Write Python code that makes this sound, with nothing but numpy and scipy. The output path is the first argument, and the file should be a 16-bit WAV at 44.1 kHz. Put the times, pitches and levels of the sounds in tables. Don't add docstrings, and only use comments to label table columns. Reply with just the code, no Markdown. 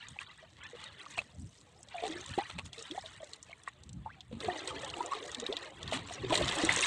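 import sys
import numpy as np
from scipy import signal
from scipy.fft import rfft, irfft
from scipy.io import wavfile

SR = 44100
rng = np.random.default_rng(int(sys.argv[2]) if len(sys.argv) > 2 else 0)


def log_audio(samples):
    frames = np.atleast_2d(samples).T
    limited = np.clip(frames, -1, 1)
    pcm = np.round(limited * 32767).astype(np.int16)
    wavfile.write(sys.argv[1], SR, pcm)


N = 302526


def from_db(db):
    return 10 ** (np.asarray(db) / 20)


def rms_one(x):
    return x / np.sqrt(np.mean(x ** 2) + 1e-20)


def band(x, order, hz, kind="low"):
    return signal.sosfilt(signal.butter(order, hz, kind, fs=SR, output="sos"), x)


def drift(rate_hz):
    r = np.exp(-2 * np.pi * rate_hz / SR)
    noise = rng.standard_normal(N + SR)
    return rms_one(signal.lfilter([1], [1, -2 * r, r * r], noise)[SR:])


def colour(x, spectrum):
    size = 8192
    hz = np.maximum(np.fft.rfftfreq(size, 1 / SR), 1)
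    points = np.array(spectrum)
    curve_db = np.interp(np.log(hz), np.log(points[:, 0]), points[:, 1])
    cepstrum = irfft(np.log(from_db(curve_db)))
    cepstrum[1:size // 2] *= 2
    cepstrum[size // 2 + 1:] = 0
    response = irfft(np.exp(rfft(cepstrum)))
    return rms_one(signal.fftconvolve(x, response)[:N])


def in_time(rows):
    s, *columns = np.transpose(rows)
    return [np.interp(np.arange(N) / SR, s, column) for column in columns]


def with_swells(base_db, times, peaks_db, rises_ms, falls_ms):
    power = from_db(2 * (base_db + np.zeros(N)))
    for s, peak_db, rise_ms, fall_ms in zip(times, peaks_db, rises_ms, falls_ms):
        late_ms = 1000 * (np.arange(N) / SR - s)
        swell_db = peak_db - 20 * np.maximum(-late_ms / rise_ms, late_ms / fall_ms)
        power = power + from_db(2 * swell_db)
    return 10 * np.log10(power)


def bursts(times, peaks_db, decays_ms, rise_ms):
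    out = np.zeros(N + SR)
    for s, peak_db, decay_ms in zip(times, peaks_db, decays_ms):
        age_ms = np.arange(int(6 * decay_ms * SR / 1000)) * 1000 / SR
        at = int(s * SR)
        shape = np.exp(-age_ms / decay_ms) * (1 - np.exp(-age_ms / rise_ms))
        out[at:at + len(age_ms)] += from_db(peak_db) * shape
    return out[:N]


def bubbles(rows, rise, wobble_db, waver, sag=1.6):
    out = np.zeros(N + SR)
    unsteady = 2 ** (waver * np.resize(drift(45.5), N + SR))
    for s, start_hz, end_hz, level_db, glide_ms in rows:
        at = int(s * SR)
        length = 1.3 * glide_ms * SR / 1000
        age = np.arange(int(length)) / length
        hz = start_hz * (end_hz / start_hz) ** (1.3 * age) * unsteady[at:at + len(age)]
        shape = (1 - np.exp(-age / rise)) * np.exp(-sag * age) * (1 - age ** 3)
        out[at:at + len(age)] += from_db(level_db) * shape * np.sin(2 * np.pi * np.cumsum(hz) / SR)
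    return out[:N] * from_db(wobble_db * drift(126))


def crowd(per_s, low_hz, octaves, cycles, spread_db, bunch_db):
    born, pitch, glide, size, ringing = rng.random((int(per_s * N / SR), 5)).T
    hz = low_hz * 2 ** (octaves * pitch)
    end_hz = hz * 2 ** (.17 * glide - .06)
    bunches_db = bunch_db * drift(14)[(born * N).astype(int)]
    level_db = -spread_db * np.log(size + 0.025) + bunches_db
    glide_ms = 1000 * cycles * (0.76 + ringing) / hz
    rows = np.transpose([born * N / SR, hz, end_hz, level_db, glide_ms])
    return rms_one(bubbles(rows, rise=0.04, wobble_db=2.0, waver=0.012, sag=2.2))


def crackle(per_s, clump_db, mist_db):
    clump = drift(29)
    born = rng.random(N) < per_s * from_db(clump_db * clump) / SR
    ticks = born * from_db(5.0 * np.minimum(rng.exponential(1, N), 3.0))
    ticks = signal.lfilter([1], [1, -.95], ticks) * rng.standard_normal(N)
    mist = from_db(mist_db + clump_db * clump) * rng.standard_normal(N)
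    return rms_one(rms_one(ticks) + mist)


def hiss():
    # frequency in Hz, relative strength in dB.
    hiss_curve = [(150, -40), (250, -6.5), (3530, -7), (5260, -25.5), (7950, -12.5), (9700, -26),
                  (12600, -34), (21300, -120)]
    return from_db(-73) * colour(rng.standard_normal(N), hiss_curve)


def wind():
    # peak time in seconds, level added at the peak in dB, time to climb 20 dB in ms.
    gust_rows = [(0.12, -55, 67), (0.62, -57.5, 130), (1.2, -50.5, 140), (1.409, -40.5, 78),
                 (2.31, -46, 60), (2.569, -40.5, 43), (2.66, -46.5, 56), (3.97, -42.5, 153),
                 (4.36, -49, 160), (4.48, -43.5, 49), (4.8, -50.5, 220), (5.84, -44.5, 200),
                 (6.0, -46.5, 240), (6.27, -41, 190), (6.43, -35, 123), (6.69, -36.5, 92)]
    # frequency in Hz, relative strength in dB.
    wind_curve = [(12, -53), (45, -1.5), (100, 2), (150, -1.5), (220, -7.5), (300, -14.5), (390, -30),
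                  (660, -120)]
    lull_db, fade_ratio = -64.5, 1.12
    s, peak_db, build_ms = np.transpose(gust_rows)
    wind_db = with_swells(lull_db, s, peak_db, build_ms, fade_ratio * build_ms)
    eddies = colour(rng.standard_normal(N) * from_db(2.2 * drift(9)), wind_curve)
    return from_db(wind_db) * band(eddies, 4, 58., "high")


def spray(spray_db, fizz_db):
    # frequency in Hz, relative strength in dB.
    spray_curve = [(530, -11), (900, -5.5), (1110, -2), (1540, -5), (1960, 2), (2230, -4.5), (3100, -2),
                   (3900, -2), (4980, -13.5), (8270, -9), (9700, -23.5), (12600, -43), (21300, -120)]
    # peak time in seconds, spray level added at the
    # peak in dB, fizz level against the spray in dB, time to climb 20 dB in ms.
    splash_rows = [(0.213, -41.5, -8.5, 33), (1.195, -47.5, -7.5, 190), (1.62, -79.5, 22, 95),
                   (2.311, -54, 6, 53), (2.659, -54.5, 1.5, 14), (3.684, -46, -9, 26),
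                   (4.689, -43.5, -7, 58), (5.946, -41, -4.5, 81), (6.14, -43.5, -6.5, 41),
                   (6.364, -35, -1.5, 26)]
    s, peak_db, brighter_db, build_ms = np.transpose(splash_rows)
    break_ms = np.full(len(s), 32)
    spray_db = with_swells(spray_db, s, peak_db, build_ms, break_ms)
    fizz_db = with_swells(fizz_db, s, peak_db + brighter_db, build_ms, break_ms)

    plinks = crowd(per_s=850., low_hz=800., octaves=2.6, cycles=25., spread_db=2.9, bunch_db=2.0)
    plinks = rms_one(np.gradient(plinks))
    fine = crackle(per_s=240.0, clump_db=3.5, mist_db=-1.5)
    pricks = crowd(per_s=200., low_hz=4800., octaves=1.1, cycles=14., spread_db=3.8, bunch_db=3.)

    faint = np.clip((-40.5 - spray_db) / 20, 0, 1)
    patches_db = 4.0 * faint * drift(5.5)
    rush = (1 - faint) ** 2
    grains = rms_one(plinks + from_db(-3.0) * fine)
    wash = (grains + rush * rng.standard_normal(N)) / np.sqrt(1 + rush ** 2)
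    middle = rms_one(band(colour(wash, spray_curve), 4, 4700))

    fizz = rms_one(band(colour(from_db(-4.5) * pricks + fine, spray_curve), 4, 4700, "high"))
    lower = signal.sosfiltfilt(signal.butter(2, 6800, fs=SR, output="sos"), fizz)
    fizz = sum(from_db(4.0 * drift(11.3)) * part for part in (lower, fizz - lower))
    return from_db(spray_db + patches_db) * middle + from_db(fizz_db) * fizz


def drops():
    # start in seconds, treble level in dB before the mix, body level against treble in dB.
    drop_rows = [(0.0846, -30, -5), (0.636, -38, -10), (0.8397, -35.5, 6), (1.1778, -36.5, 4),
                 (1.8296, -31, -25), (1.886, -45, 9), (2.0351, -51, 22), (2.065, -46.5, 21.5),
                 (2.078, -30, -3), (2.261, -32, -5), (2.291, -36, 4), (2.123, -45.5, 16.5),
                 (2.7303, -33.5, 5.5), (2.781, -38, 5), (2.8242, -28, -16), (2.911, -41, 18),
                 (3.06, -46, 17.5), (3.243, -36, -12), (3.3335, -30.5, 3.5), (3.4276, -29, -23),
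                 (3.6345, -40, -23), (3.734, -53, 0), (3.835, -38, -4), (3.892, -37, 0.5),
                 (3.93, -35.5, -10), (4.2064, -42, 12), (4.4039, -43.5, 21.5), (4.675, -26, 2),
                 (4.8462, -29, -1), (4.9, -34, 10), (5.0603, -26.5, -29), (5.316, -25.5, -12),
                 (5.3462, -26.5, 6.5), (5.399, -24.5, -2), (5.4643, -32.5, 13), (5.526, -50, 31),
                 (5.5672, -34, 18), (5.8292, -30, 2), (5.877, -40.5, 17.5), (5.9138, -47, 22.5),
                 (6.298, -33, -5), (6.354, -20.5, 10), (6.375, -19, 6), (6.4798, -28.5, 13),
                 (6.489, -29, 13), (6.586, -24, -4), (6.725, -19, -10), (6.739, -25, -15), (6.775, -21, -9),
                 (6.6492, -16, -12), (6.7616, -13, -14), (6.824, -24, -4)]
    ring_range = (3260, 4216)
    s, peak_db, body_db = np.transpose(drop_rows)
    each = np.ones(len(s))
    hz = rng.uniform(*ring_range, len(s))
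    ring_ms = 2.83 * each
    ring_rows = np.transpose([s, hz, hz, peak_db + body_db, ring_ms])
    ring = bubbles(ring_rows, rise=0.31, wobble_db=2.0, waver=0.025)
    ping_rows = np.transpose([s, 2 * hz, 2 * hz, peak_db, ring_ms])
    ping = bubbles(ping_rows, rise=.1, wobble_db=4.0, waver=.06)
    treble = bursts(s, peak_db, 3.14 * each, rise_ms=.3) * rng.standard_normal(N)
    body = bursts(s, peak_db + body_db, 5.6 * each, rise_ms=0.43) * rng.standard_normal(N)
    bright = band(treble, 5, [5200, 8700], "band")
    splat = band(body, 2, [2800, 4500], "band")
    return from_db(-10.0) * ping + from_db(-4.5) * bright + from_db(-6.0) * splat + from_db(-1.0) * ring


def clear_bubbles():
    # start in seconds, start pitch in Hz,
    # end pitch in Hz, level in dB before the fade shape, time to reach the end pitch in ms.
    bubble_rows = [(0.158, 900, 770, -47, 16), (0.189, 2600, 2610, -21.5, 3.5), (0.425, 620, 706, -51, 40),
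                   (0.731, 476, 503, -42.5, 37), (1.062, 1210, 1290, -44, 10),
                   (1.174, 743, 550, -37.5, 40.5), (1.189, 2540, 2680, -21, 13.6),
                   (1.942, 734, 627, -32.5, 67), (1.981, 2170, 2500, -27.5, 5.8),
                   (2.02, 462, 396, -33.5, 70), (2.022, 676, 783, -29.5, 55),
                   (2.079, 307.6, 376, -38.5, 139), (2.165, 1730, 1740, -39, 24),
                   (2.377, 427, 312, -28, 19), (2.382, 774, 867, -26, 35), (2.495, 1230, 1370, -41.5, 11),
                   (2.583, 1090, 1110, -42, 30), (2.593, 2720, 2600, -32, 6.9), (2.774, 470, 440, -44, 54),
                   (2.899, 270, 480, -41, 62), (2.945, 630, 834, -42, 27), (2.977, 740, 800, -29.5, 16),
                   (3.036, 659, 640, -47, 50), (3.202, 679, 564, -44.5, 75), (3.493, 662, 710, -50, 39),
                   (3.529, 2300, 2310, -35, 8.8), (3.675, 2020, 1960, -36, 15),
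                   (3.677, 1206, 1060, -31, 9.9), (4.055, 751, 1127, -37, 43),
                   (4.088, 1170, 2510, -47.5, 41), (4.165, 765, 780, -54.5, 66),
                   (4.312, 508, 487, -42.5, 33), (4.327, 211, 240, -36, 62), (4.433, 468, 406, -34.5, 42),
                   (4.476, 402, 309, -36.5, 93), (4.482, 756, 722, -29, 45),
                   (4.499, 1910, 1870, -29.5, 9.8), (4.832, 568, 560, -39, 36),
                   (4.939, 2750, 2800, -29, 5.7), (4.97, 817, 830, -39, 20), (4.978, 318, 436, -41, 64),
                   (5.004, 930, 990, -29.5, 21), (5.06, 840, 875, -40, 8.5), (5.11, 1080, 1080, -36.5, 17),
                   (5.118, 1027, 1200, -30.5, 28), (5.143, 415, 460, -43, 77), (5.37, 246, 236, -42.5, 72),
                   (5.42, 458, 490, -37.5, 32), (5.488, 356, 510, -31, 53), (5.522, 610, 765, -32, 15),
                   (5.923, 714, 565, -29.5, 16.4), (5.937, 228, 330, -33, 62), (6.105, 710, 735, -37.5, 20),
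                   (6.231, 395, 360, -32.5, 60), (6.297, 297, 402, -27.5, 69),
                   (6.305, 1050, 980, -21.5, 16.4), (6.323, 583, 786, -17.5, 15.4),
                   (6.355, 1860, 1900, -25, 13.5), (6.41, 543, 735, -28, 16.7),
                   (6.634, 306, 344, -24.5, 35), (6.692, 1910, 2070, -10.5, 5.2),
                   (6.741, 1930, 1950, -25, 3.8), (6.761, 2000, 1980, -19, 2.9),
                   (6.817, 1970, 2000, -27, 7.6), (6.826, 2560, 2670, -20, 8.8)]
    return bubbles(bubble_rows, rise=.07, wobble_db=4.5, waver=.04, sag=1.9)


def gurgle(gurgle_db):
    larger = crowd(per_s=240., low_hz=270., octaves=2.3, cycles=20., spread_db=3.0, bunch_db=2.5)
    slosh = rms_one(band(rng.standard_normal(N), 3, 1500))
    both = larger + from_db(-12.5) * slosh
    return from_db(gurgle_db) * rms_one(band(both, 1, [400, 1300], "band"))


def slaps():
    # start in seconds, level in dB before the 8 dB cut, decay time in ms.
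    slap_rows = [(0.188, -45, 6.7), (1.173, -28.5, 16.5), (2.022, -39.5, 47), (2.378, -31.5, 13),
                 (2.494, -37.5, 23.4), (2.581, -25, 7.3), (3.677, -53, 7), (4.313, -49, 61),
                 (4.444, -33, 12), (5.006, -46, 8.1), (5.926, -32.5, 42), (6.085, -34, 12),
                 (6.297, -23.5, 6.2), (6.322, -22, 22), (6.69, -19, 24)]
    # frequency in Hz, relative strength in dB.
    slap_curve = [(200, -10.5), (400, -8.5), (1000, 2.5), (1500, -9), (2500, -0.5), (4200, -3.5),
                  (5000, -22), (8500, -13.5), (11000, -45)]
    noise = colour(rng.standard_normal(N), slap_curve) * from_db(5.18 * drift(160))
    return bursts(*np.transpose(slap_rows), rise_ms=2.1) * noise * from_db(-8.0)


def scene():
    # time in seconds, gurgle level in dB, then spray and fizz levels in dB
    wash_rows = [(0.0, -71.5, -55, -71), (0.55, -73, -64.5, -78), (0.8, -65.5, -49.5, -66.5),
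                 (1.1, -66, -65.5, -77), (1.24, -70, -69.5, -71.5), (1.86, -67.5, -70, -71.5),
                 (1.92, -71, -50.5, -67.5), (2.1, -53, -50, -54), (2.54, -67.5, -55.5, -67),
                 (2.715, -72, -81, -85), (2.735, -63, -56, -63), (2.98, -68.5, -55, -61.5),
                 (3.72, -69.5, -68, -80), (4.36, -73, -72.5, -82), (4.41, -46, -50.5, -58),
                 (5.52, -49.5, -51, -59.5), (5.78, -56, -56.5, -69.5), (6.27, -56, -49, -64.5),
                 (6.33, -38.5, -39, -49), (6.86, -42.5, -31.5, -43.5)]
    gurgle_db, spray_db, fizz_db = in_time(wash_rows)
    water = spray(spray_db, fizz_db) + drops() + clear_bubbles() + gurgle(gurgle_db) + slaps()
    return (hiss() + wind() + water)[None]


def record(dry):
    return signal.sosfilt(signal.cheby2(12, 70, 15500, fs=SR, output="sos"), dry)


dry = scene()
out = record(dry)
log_audio(out)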